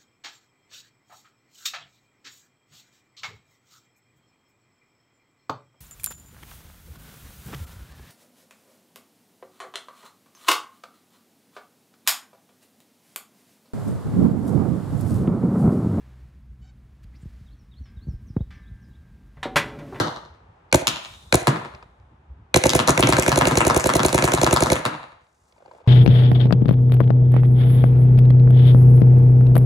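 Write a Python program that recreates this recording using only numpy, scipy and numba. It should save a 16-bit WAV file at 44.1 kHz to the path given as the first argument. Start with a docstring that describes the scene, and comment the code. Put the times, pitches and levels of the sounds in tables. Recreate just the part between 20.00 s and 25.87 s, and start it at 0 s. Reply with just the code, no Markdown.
"""A paintball marker, right beside a phone, fires two single shots and a fast string on a fenced lawn.
Each shot is bolt click, gas pop and bolt return: noise clicks and air pushes through metal and barrel resonances.
The ball bursts on a far post a moment later: snaps, slap and thuds ring shell, post, boards and fence.
Both echo off fence and house and scatter around the yard in fading bands of noise.
Balls roll in the hopper and gear rustles as the marker is lowered; filtered noise is traffic, wind and hiss."""
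import sys
import numpy as np
from scipy import signal
from scipy.fft import rfft, irfft, next_fast_len
from scipy.io import wavfile
from scipy.ndimage import uniform_filter1d
from numba import njit

SR = 44100
rng = np.random.default_rng(int(sys.argv[2]) if len(sys.argv) > 2 else 0)


def digitize_waveform(pressure):
    """Quantize a signal to 16-bit integers and store it at the path in sys.argv[1].

    Rows of a 2-D input are taken as channels; values are limited to [-1, 1].
    """
    field = np.atleast_2d(pressure).T
    bounded = np.clip(field, -1, 1)
    quanta = np.round(bounded * 32767).astype(np.int16)
    wavfile.write(sys.argv[1], SR, quanta)


N = 259087
SIZE = next_fast_len(N + SR)  # working length, leaving a second for tails
FREQ = np.arange(SIZE // 2 + 1) * SR / SIZE
BURST_LENGTH = 4096  # samples in every short sound, 93 ms
STRING_S = 2.7  # shots before this time behave as from rest; sagging levels count from here


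def undb(db):
    """Amplitude factor for a level in dB."""
    return 10 ** (np.asarray(db) / 20)


def over_hz(table):
    """Read a (Hz, value) table at every frequency, straight in log frequency."""
    hz, value = np.transpose(table)
    return np.interp(np.log(FREQ + 1), np.log(hz + 1), value)


def over_time(rows, outside):
    """Read a (s, value) table at every sample, with one value outside its ends."""
    s, value = np.transpose(rows)
    return np.interp(np.arange(N) / SR, s, value, outside, outside)


def filtered(x, gain):
    """Shape the spectrum by a gain at every frequency."""
    return irfft(rfft(x, SIZE) * gain, SIZE)[..., :x.shape[-1]]


def ring(x, modes):
    """Sum of (Hz, width Hz, dB) resonances, each peaking at its dB; neighbours alternate in sign."""
    gain = 0
    for k, (hz, width, db) in enumerate(modes):
        detuning = (FREQ - hz ** 2 / (FREQ + 1)) / width
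        gain = gain + (-1) ** k * undb(db) / (1 + 1j * detuning)
    return filtered(x, gain)


def add(track, s, sound):
    """Mix in at time s; the track is a ring, so times before zero lie at its end."""
    i = int(round(s * SR)) + np.arange(len(sound))
    track[i % SIZE] += sound


def burst(t60_ms, rise_ms=0.022):
    """Noise that flares and dies away by 60 dB in t60_ms, cut where the short sound ends."""
    ms = np.arange(BURST_LENGTH) / SR * 1000
    flare = 1 - np.exp(-ms / rise_ms)
    return rng.standard_normal(BURST_LENGTH) * flare * undb(-60 * ms / t60_ms)


def push(peak_ms):
    """One smooth shove of air, strongest after peak_ms."""
    x = np.arange(BURST_LENGTH) / SR * 1000 / peak_ms
    return x * np.exp(1 - x)


def apart():
    """Share of each frequency that differs between left and right, fading below and above a band."""
    low_hz, top_hz = 487, 5960
    return 1 / np.sqrt((1 + (low_hz / (FREQ + 1)) ** 6) * (1 + (FREQ / top_hz) ** 3))


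def shots():
    """Trigger times as the bolt starts forward, and whether each shot acts as from rest."""
    # runs of fire: first_shot_s, last_shot_s
    runs = [(.7266, .7266), (1.325, 1.325), (2.5424, 2.7333), (2.8752, 2.8752), (2.9762, 3.4538),
            (3.5543, 4.7012)]
    period_s = .0956  # the marker's top rate of fire
    times = np.concatenate([np.linspace(a, b, round((b - a) / period_s) + 1) for a, b in runs])
    return times, times < STRING_S


def marker():
    """Bolt and gas run one cycle per shot: new noise clicks ring the metal, air pushes ring the barrel."""
    # steps of a firing cycle: delay_ms, click_db, click_t60_ms, brightness_db_per_octave, push_db, push_peak_ms
    cycle = [(0, -17.5, 12, -3, -18, 0.13), (14.16, -37, 37, -2, -36.5, 0.04),
             (15.62, -26.5, 24, 0, -15, 0.38), (18.753, -15, 3.7, 3.5, -12, 0.15),
             (21, -32.5, 110, 0, -25.5, 0.72), (30.26, -13.5, 2, 4.5, -40.5, 0.59),
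             (33, -39, 6.2, 0.5, -32, 0.9)]
    # ringing of bolt and body: pitch_hz, width_hz, level_db
    metal_modes = [(1500, 650, 2.5), (2260, 990, 6), (4140, 480, 3.5), (6320, 1300, 2.5), (10330, 1400, 2),
                   (14000, 3500, -8)]
    # air column of barrel and breech: pitch_hz, width_hz, level_db
    barrel_modes = [(118, 94, 3.5), (378, 41, 3), (514, 31, 10.5), (664.6, 79, 4.5), (810, 190, 1.5),
                    (1320, 740, -13), (213, 75, -7)]
    settled_ms = 25  # from here on the bolt's return keeps strict time
    rest_slowness, exit_jitter_ms, step_jitter_ms = 1.05, .25, .12
    bolt_scatter_db, gas_scatter_db, pop_scatter_db, colour_scatter_db = 1.5, 1.0, 1.0, 1.6
    split_hz = 5200  # each click leans duller or brighter about this pitch

    times, rested = shots()
    into_string_s = times - STRING_S
    bolt_chance, gas_chance, exit_chance = rng.standard_normal((3, len(times)))
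    # from rest the first click is softer but full-bodied; it softens and thins as the string goes on
    bolt_db = np.where(rested, -1.5, -1 * into_string_s) + bolt_scatter_db * bolt_chance
    body_db = np.where(rested, 3, -2.5 * into_string_s)
    # pressure drops a little in the string
    gas_db = np.where(rested, 0, -1.05 * into_string_s) + gas_scatter_db * gas_chance
    slowness = np.where(rested, rest_slowness, 1)

    hiss, gas = np.zeros((2, SIZE))
    for s in times:
        add(hiss, s, undb(-45.5) * burst(1500, rise_ms=1.2))  # gas vents all through the cycle
    metal = rfft(hiss)
    dull_share = 1 / (1 + (FREQ / split_hz) ** 4)
    octaves = np.log2(np.clip(FREQ, 1000, 12000) / 5000)
    for k, (ms, click_db, t60_ms, bright_db, push_db, peak_ms) in enumerate(cycle):
        first = k == 0
        low, high = np.zeros((2, SIZE))
        shift_ms = (0 < ms < settled_ms) * ((slowness - 1) * ms + exit_jitter_ms * exit_chance)
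        starts = times + (ms + shift_ms) / 1000
        for s, bolt, body, pop in zip(starts, bolt_db, body_db, gas_db):
            change_db = bolt if first else bolt_scatter_db * rng.standard_normal()
            click = undb(click_db + change_db) * burst(t60_ms)
            lean_db = colour_scatter_db * rng.standard_normal()
            add(low, s, click * undb(first * body - lean_db))
            add(high, s, click * undb(lean_db))
            pop_s = s + step_jitter_ms / 1000 * rng.standard_normal()
            pop_peak_ms = peak_ms * undb(pop_scatter_db * rng.standard_normal())
            add(gas, pop_s, undb(push_db + (bolt if first else pop)) * push(pop_peak_ms))
        coloured = rfft(low) * dull_share + rfft(high) * (1 - dull_share)
        metal += coloured * undb(bright_db * octaves)
    return undb(15) * ring(irfft(metal, SIZE), metal_modes) + undb(19.5) * ring(gas, barrel_modes)


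def bursts():
    """Balls burst far off: the shell snaps, paint sprays, the post slaps, boards thud and the fence booms."""
    # bursts on the target: start_s, shell_low_db, shell_middle_db, shell_high_db, slap_db, thud_db, boom_db
    hits = [(-0.016, -22.5, -13.5, -15.5, -13, -15.5, -12.5), (0.871, -24.5, -10, -10.5, -23.5, -29, -30),
            (1.471, -21.5, -16.5, -13.5, -10.5, -12, -13), (2.6938, -33.5, -12.5, -12, -30, -24.5, -28.5),
            (2.7916, -20.5, -15, -15.5, -12.5, -17, -18), (2.8839, -25.5, -13, -9.5, -9, -16.5, -9.5),
            (3.0267, -14.5, -10, -14, -9, -8.5, -9), (3.125, -15.5, -11.5, -13.5, -8.5, -14, -9),
            (3.224, -21, -22, -14.5, -26, -15.5, -27.5), (3.318, -22, -15, -15.5, -10, -21, -14.5),
            (3.4116, -16.5, -16.5, -17, -7.5, -14.5, -10), (3.5114, -26, -20, -18, -14.5, -14, -12),
            (3.606, -17, -21, -17, -9, -12, -16), (3.6997, -23.5, -16, -16.5, -8, -14.5, -12.5),
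            (3.7984, -26, -30, -16, -35.5, -35, -27.5), (3.8919, -24, -17.5, -18, -10, -20.5, -18),
            (3.994, -26, -19, -21, -12, -15, -14.5), (4.0839, -23.5, -19.5, -17, -22, -33, -22),
            (4.179, -18.5, -16, -15, -11.5, -17, -14.5), (4.2772, -23.5, -28.5, -20.5, -12, -17.5, -21.5),
            (4.3757, -31.5, -22.5, -25.5, -16, -30, -18.5), (4.4652, -22.5, -18, -17, -10, -16.5, -18),
            (4.5629, -24.5, -15.5, -15.5, -9.5, -37, -20), (4.6601, -22.5, -18, -18, -14, -23, -23),
            (4.7562, -23.5, -26, -27, -20, -26.5, -25), (4.8529, -24.5, -18, -18.5, -14.5, -21.5, -21.5)]
    # low, middle and high ring of the shell, one list each: pitch_hz, width_hz, level_db
    shell_modes = [
        [(2420, 1100, 16.5)],
        [(3500, 2800, 10.5)],
        [(6600, 3300, 9), (10700, 6000, 4)],
    ]
    # ring of the post: pitch_hz, width_hz, level_db
    post_modes = [(490, 120, -7.5), (1008, 453, 7.5), (1870, 1520, 5)]
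    # ring of the boards: pitch_hz, width_hz, level_db
    board_modes = [(302, 78, -4.5), (418, 140, -10)]
    # ring of the whole fence: pitch_hz, width_hz, level_db
    fence_modes = [(143, 44, -2)]
    tracks = np.zeros((6, SIZE))
    for s, *dbs in hits:
        spray = undb(-20.5) * burst(130, rise_ms=0.85)
        snap = undb(3.5) * push(0.036) + undb(-1.5) * burst(4.0) + spray
        slap = undb(4.5) * (push(0.22) + undb(-25.5) * burst(70.0))
        thud = undb(13.5) * (push(0.24) + undb(-5.0) * burst(110.0))
        for track, db, sound in zip(tracks, dbs, (snap, snap, snap, slap, thud, thud)):
            add(track, s, undb(db) * sound)
    bodies = [*shell_modes, post_modes, board_modes, fence_modes]
    return undb(8.5) * sum((-1) ** k * ring(tracks[k], modes) for k, modes in enumerate(bodies))


def echoed(x, echoes, dull_hz, thin_hz=0.98):
    """The sound and its copies off hard surfaces, duller above dull_hz and thinner below thin_hz."""
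    copies = sum(undb(db) * np.exp(-2j * np.pi * FREQ * ms / 1000) for ms, db in echoes)
    dulling = (1 + 1j * FREQ / dull_hz) ** 2
    thinning = 1 - 1j * thin_hz / (FREQ + 1)
    return filtered(x, 1 + copies / dulling / thinning)


def beside(x, ms, db):
    """A source off to one side: a late copy adds on the left and takes away on the right."""
    side = filtered(x, undb(db) * apart() * np.exp(-2j * np.pi * FREQ * ms / 1000))
    return np.array([x + side, x - side])


def yard(x, count=3):
    """Scattered return of the yard: it builds over some 10 ms and fades band by band."""
    # scatter from fences, trees and houses: pitch_hz, t60_s, level_db
    scatter_bands = [(128, 0.37, -20.5), (285, 0.3, -17), (686, 0.6, -21.5), (1540, 0.57, -22.5),
                     (3160, 0.59, -28.5), (6530, 0.5, -34.5), (10300, 0.48, -39.5)]
    turn_s = 0.16  # pace at which a few noise tails take turns, keeping the scatter's colour even
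    build_s = .005  # the first scatter needs a couple of metres of travel
    s = np.arange(SR) / SR
    turn = np.arange(SIZE) / SR / turn_s
    out = 0
    for k in range(count):
        tail = 0
        for hz, t60, db in scatter_bands:
            band_gain = 1 / (1 + ((FREQ - hz ** 2 / (FREQ + 1)) / hz) ** 2)
            tail = tail + filtered(rng.standard_normal((2, SR)), band_gain) * undb(db - 60 * s / t60)
        mid, side = rfft(tail * (1 - np.exp(-(s / build_s) ** 2)), SIZE)
        side = side * apart()
        # each tail takes its turn, fading in and out
        share = np.sqrt(2 / count) * np.cos(np.pi * (turn + k) / count)
        out = out + filtered(x * share, np.array([mid + side, mid - side]) / np.sqrt(2))
    return out


def hopper():
    """Gelatine balls knock on a plastic shell: a short hollow ring with a flare of noise, and a tick."""
    # single knocks and small ticks of gear: start_s, level_db, pitch_hz, treble_db
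    single_knocks = [(0.715, -75, 1200, -28), (1.749, -59, 567, -24), (1.826, -41, 1240, -38),
                     (1.999, -71, 460, -47), (5.151, -67.5, 893, -54), (5.233, -72, 910, -57.5),
                     (5.268, -68, 904, -49), (5.524, -67, 504, -40), (5.564, -60, 914, -55),
                     (5.58, -60, 635, -45), (5.622, -52, 553, -56), (5.659, -47, 805, -45),
                     (5.678, -52, 520, -52), (5.712, -44, 980, -51), (5.734, -52.5, 617, -57.5),
                     (5.748, -49, 700, -58), (5.764, -59, 580, -52), (5.803, -55, 533, -62),
                     (5.849, -65, 556, -65.5), (5.864, -46, 1020, -51)]
    hollow, tick = np.zeros((2, SIZE))
    t = np.arange(BURST_LENGTH) / SR
    # a patter of chance knocks once the marker tips
    patter_from_s, patter_per_s = 5.6, 90
    length = N / SR - patter_from_s
    when, size, pitch = rng.random((3, int(patter_per_s * length)))
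    patter = zip(patter_from_s + length * when, -61 + 6.8 * size, 650 * 2 ** (pitch - .5), -68 + 8.0 * size)
    for s, db, hz, tick_db in [*single_knocks, *patter]:
        tone = undb(-60 * t / 0.027) * np.sin(2 * np.pi * hz * t)
        add(hollow, s, undb(db) * (tone + 1.9 * burst(35.0, rise_ms=1.5)))
        add(tick, s, undb(tick_db) * burst(12.0))
    shell = ring(ring(hollow, [(527, 780, 12.0), (1040, 380, 2.8)]), [(800, 2000, 0)])
    return shell + ring(tick, [(2310, 500, 0.6), (4700, 870, -3.0)])


def rustle():
    """Sleeves and gear rustle as the arms come down: grainy noise in an airy and a dull band."""
    # rise and fall of the rustle: time_s, airy_db, dull_db
    rustle_levels = [(5.151, -90, -67), (5.237, -74, -92), (5.488, -68, -59), (5.618, -75, -56),
                     (5.78, -68, -58), (5.87, -90, -89)]
    s, airy_db, dull_db = np.transpose(rustle_levels)
    grain = undb(2.0 * uniform_filter1d(rng.standard_normal(N), size=300) * np.sqrt(300))
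    airy = ring(grain * rng.standard_normal(N), [(6580, 4000, 1.6)])
    dull = ring(grain * rng.standard_normal(N), [(755, 360, 3.3)])
    airy = airy * undb(over_time(list(zip(s, airy_db)), -120))
    dull = dull * undb(over_time(list(zip(s, dull_db)), -120))
    return np.pad(airy + dull, (0, SIZE - N))


def diffuse(length):
    """Noise pair from all around: a shared part and a part that differs left and right."""
    mid, side = rng.standard_normal((2, length))
    side = filtered(side, apart())
    return np.array([mid + side, mid - side]) / np.sqrt(2)


def thin_hiss():
    """A thin hiss enters at 1.03 s and fades: narrow noise near 3.7 kHz on top of broad noise."""
    start_s, level_db, fade_db_per_s = 1.03, -51, -35
    narrow_band = [(3680, 450, 0)]
    thin = ring(ring(diffuse(N), narrow_band), narrow_band)
    broad = ring(diffuse(N), [(7000, 6000, 0)])
    hiss = thin / thin.std() + undb(-2) * broad / broad.std()
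    t = np.arange(N) / SR
    return hiss * undb(level_db + fade_db_per_s * (t - start_s)) * (t > start_s)


def wind():
    """Light wind rumbles on the phone: narrow low noise whose level buffets at random."""
    # slow course of the wind: time_s, level_db
    wind_level = [(0, -53.5), (2.5, -52), (4.9, -53.5), (5.3, -66.5), (5.87, -61.5)]
    pitch_hz, gust_db, gust_ms = 59, 4.0, 40
    rumble = ring(ring(rng.standard_normal(N), [(pitch_hz, 60, 0)]), [(pitch_hz, 80, 0)])
    span = int(gust_ms * SR / 1000)
    gusts = uniform_filter1d(uniform_filter1d(rng.standard_normal(N), span), span)
    level_db = over_time(wind_level, -62) + gust_db * gusts / gusts.std()
    return rumble / rumble.std() * undb(level_db)


def bump():
    """One soft low bump: a brief 64 Hz wave under a bell-shaped envelope."""
    centre_s, width_ms = 2.307, 15
    t = np.arange(N) / SR - centre_s
    return undb(-31) * np.exp(-.5 * (t * 1000 / width_ms) ** 2) * np.cos(2 * np.pi * 64 * t)


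def distant_traffic():
    """Traffic far off: noise from all around, shaped in pitch and slowly swelling."""
    # colour of the traffic: pitch_hz, relative_level_db
    town_colour = [(76, -39), (130, -9), (302, -15), (382, -11), (610, -15), (868, -10), (3560, -33.5),
                   (4080, -39), (7060, -45.5), (14000, -56.5)]
    # swell: time_s, change_db
    town_swell = [(0, 10), (2.5, 5), (5.2, -5), (5.87, 8)]
    town = filtered(diffuse(N), undb(over_hz(town_colour)))
    return town / town.std() * undb(-66.5 + over_time(town_swell, 0))


def scene():
    """Marker and handling close on one side, bursts farther off, then the yard and the air around."""
    # a burst arrives again via the ground and near boards: delay_ms, level_db
    hit_bounces = [(8.4, -1), (16.5, -11)]
    # its runs to and fro between fence and house: delay_ms, level_db
    hit_echoes = [(89, -15), (178, -21), (267, -33), (356, -44)]
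    # echoes of the marker itself: delay_ms, level_db
    shot_echoes = [(50, -30), (74, -22), (165, -36)]
    near, far = marker(), bursts()
    # fences return little bass
    arrivals = echoed(echoed(far, hit_bounces, 10400), hit_echoes, dull_hz=4800, thin_hz=350)
    close = echoed(near, shot_echoes, 10000) + hopper() + rustle()
    direct = beside(close, ms=1.201, db=-6.0) + beside(arrivals, ms=2.2, db=-6.5)
    # the marker's bass leaves over the fence and hardly returns
    thinned = filtered(near, 1 / (1 - 1j * 445 / (FREQ + 1)) ** 2)
    scattered = yard(thinned + undb(5.5) * far) * undb(-13.5)
    return (direct + scattered)[:, :N] + thin_hiss() + wind() + bump() + distant_traffic()


@njit
def follow(size, attack, release):
    """Envelope that rises fast and falls slowly."""
    out, e = np.empty(len(size)), 0.
    for i in range(len(size)):
        e += (size[i] - e) * (attack if size[i] > e else release)
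        out[i] = e
    return out


def record(dry):
    """Phone microphone: port mixing, late bass, a limiter shared by both channels, soft clipping, top cut."""
    # how the ports turn into left and right, in phase: pitch_hz, left_lead_rad
    port_lead = [(150, 0), (300, -.15), (500, -.6), (800, 1.2), (1100, .5), (1500, -2), (2500, -2.8),
                 (3700, -6.1), (5000, -6.9), (7000, -6.7), (8300, -7.2), (11800, -8.6), (16000, -9.3)]
    # and in level: pitch_hz, left_minus_right_db
    port_balance = [(400, 0), (620, -5), (1000, 3), (1300, 5), (1800, 0), (5000, 1), (12000, 0)]
    # the phone lets the bass through late: pitch_hz, delay_ms
    bass_lag = [(40, 13), (150, 9.5), (250, 6.5), (350, 3), (600, .6), (900, 0), (2000, 0)]
    low_hz, top_hz = 60, 16300
    limit_db, ratio, attack_ms, release_ms = -12.5, 2.21, 12.1, 380
    half = undb(over_hz(port_balance) / 2) * np.exp(.5j * over_hz(port_lead))
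    # delay summed over frequency gives the phase
    lag = np.exp(-2j * np.pi * np.cumsum(over_hz(bass_lag)) / 1000 * SR / SIZE)
    low_cut = 1 / np.sqrt(1 + (low_hz / (FREQ + 1)) ** 8)
    late = filtered(dry, np.array([half, 1 / half]) * lag * low_cut)
    loudness = follow(np.abs(late).max(axis=0), 1000 / (attack_ms * SR), 1000 / (release_ms * SR))
    held = late * np.minimum(undb(limit_db) / (loudness + 1e-9), 1) ** (1 - 1 / ratio)
    top_cut = signal.ellip(10, .2, 80, top_hz, fs=SR, output="sos")
    return signal.sosfilt(top_cut, np.tanh(held))


dry = scene()
out = record(dry)
digitize_waveform(out)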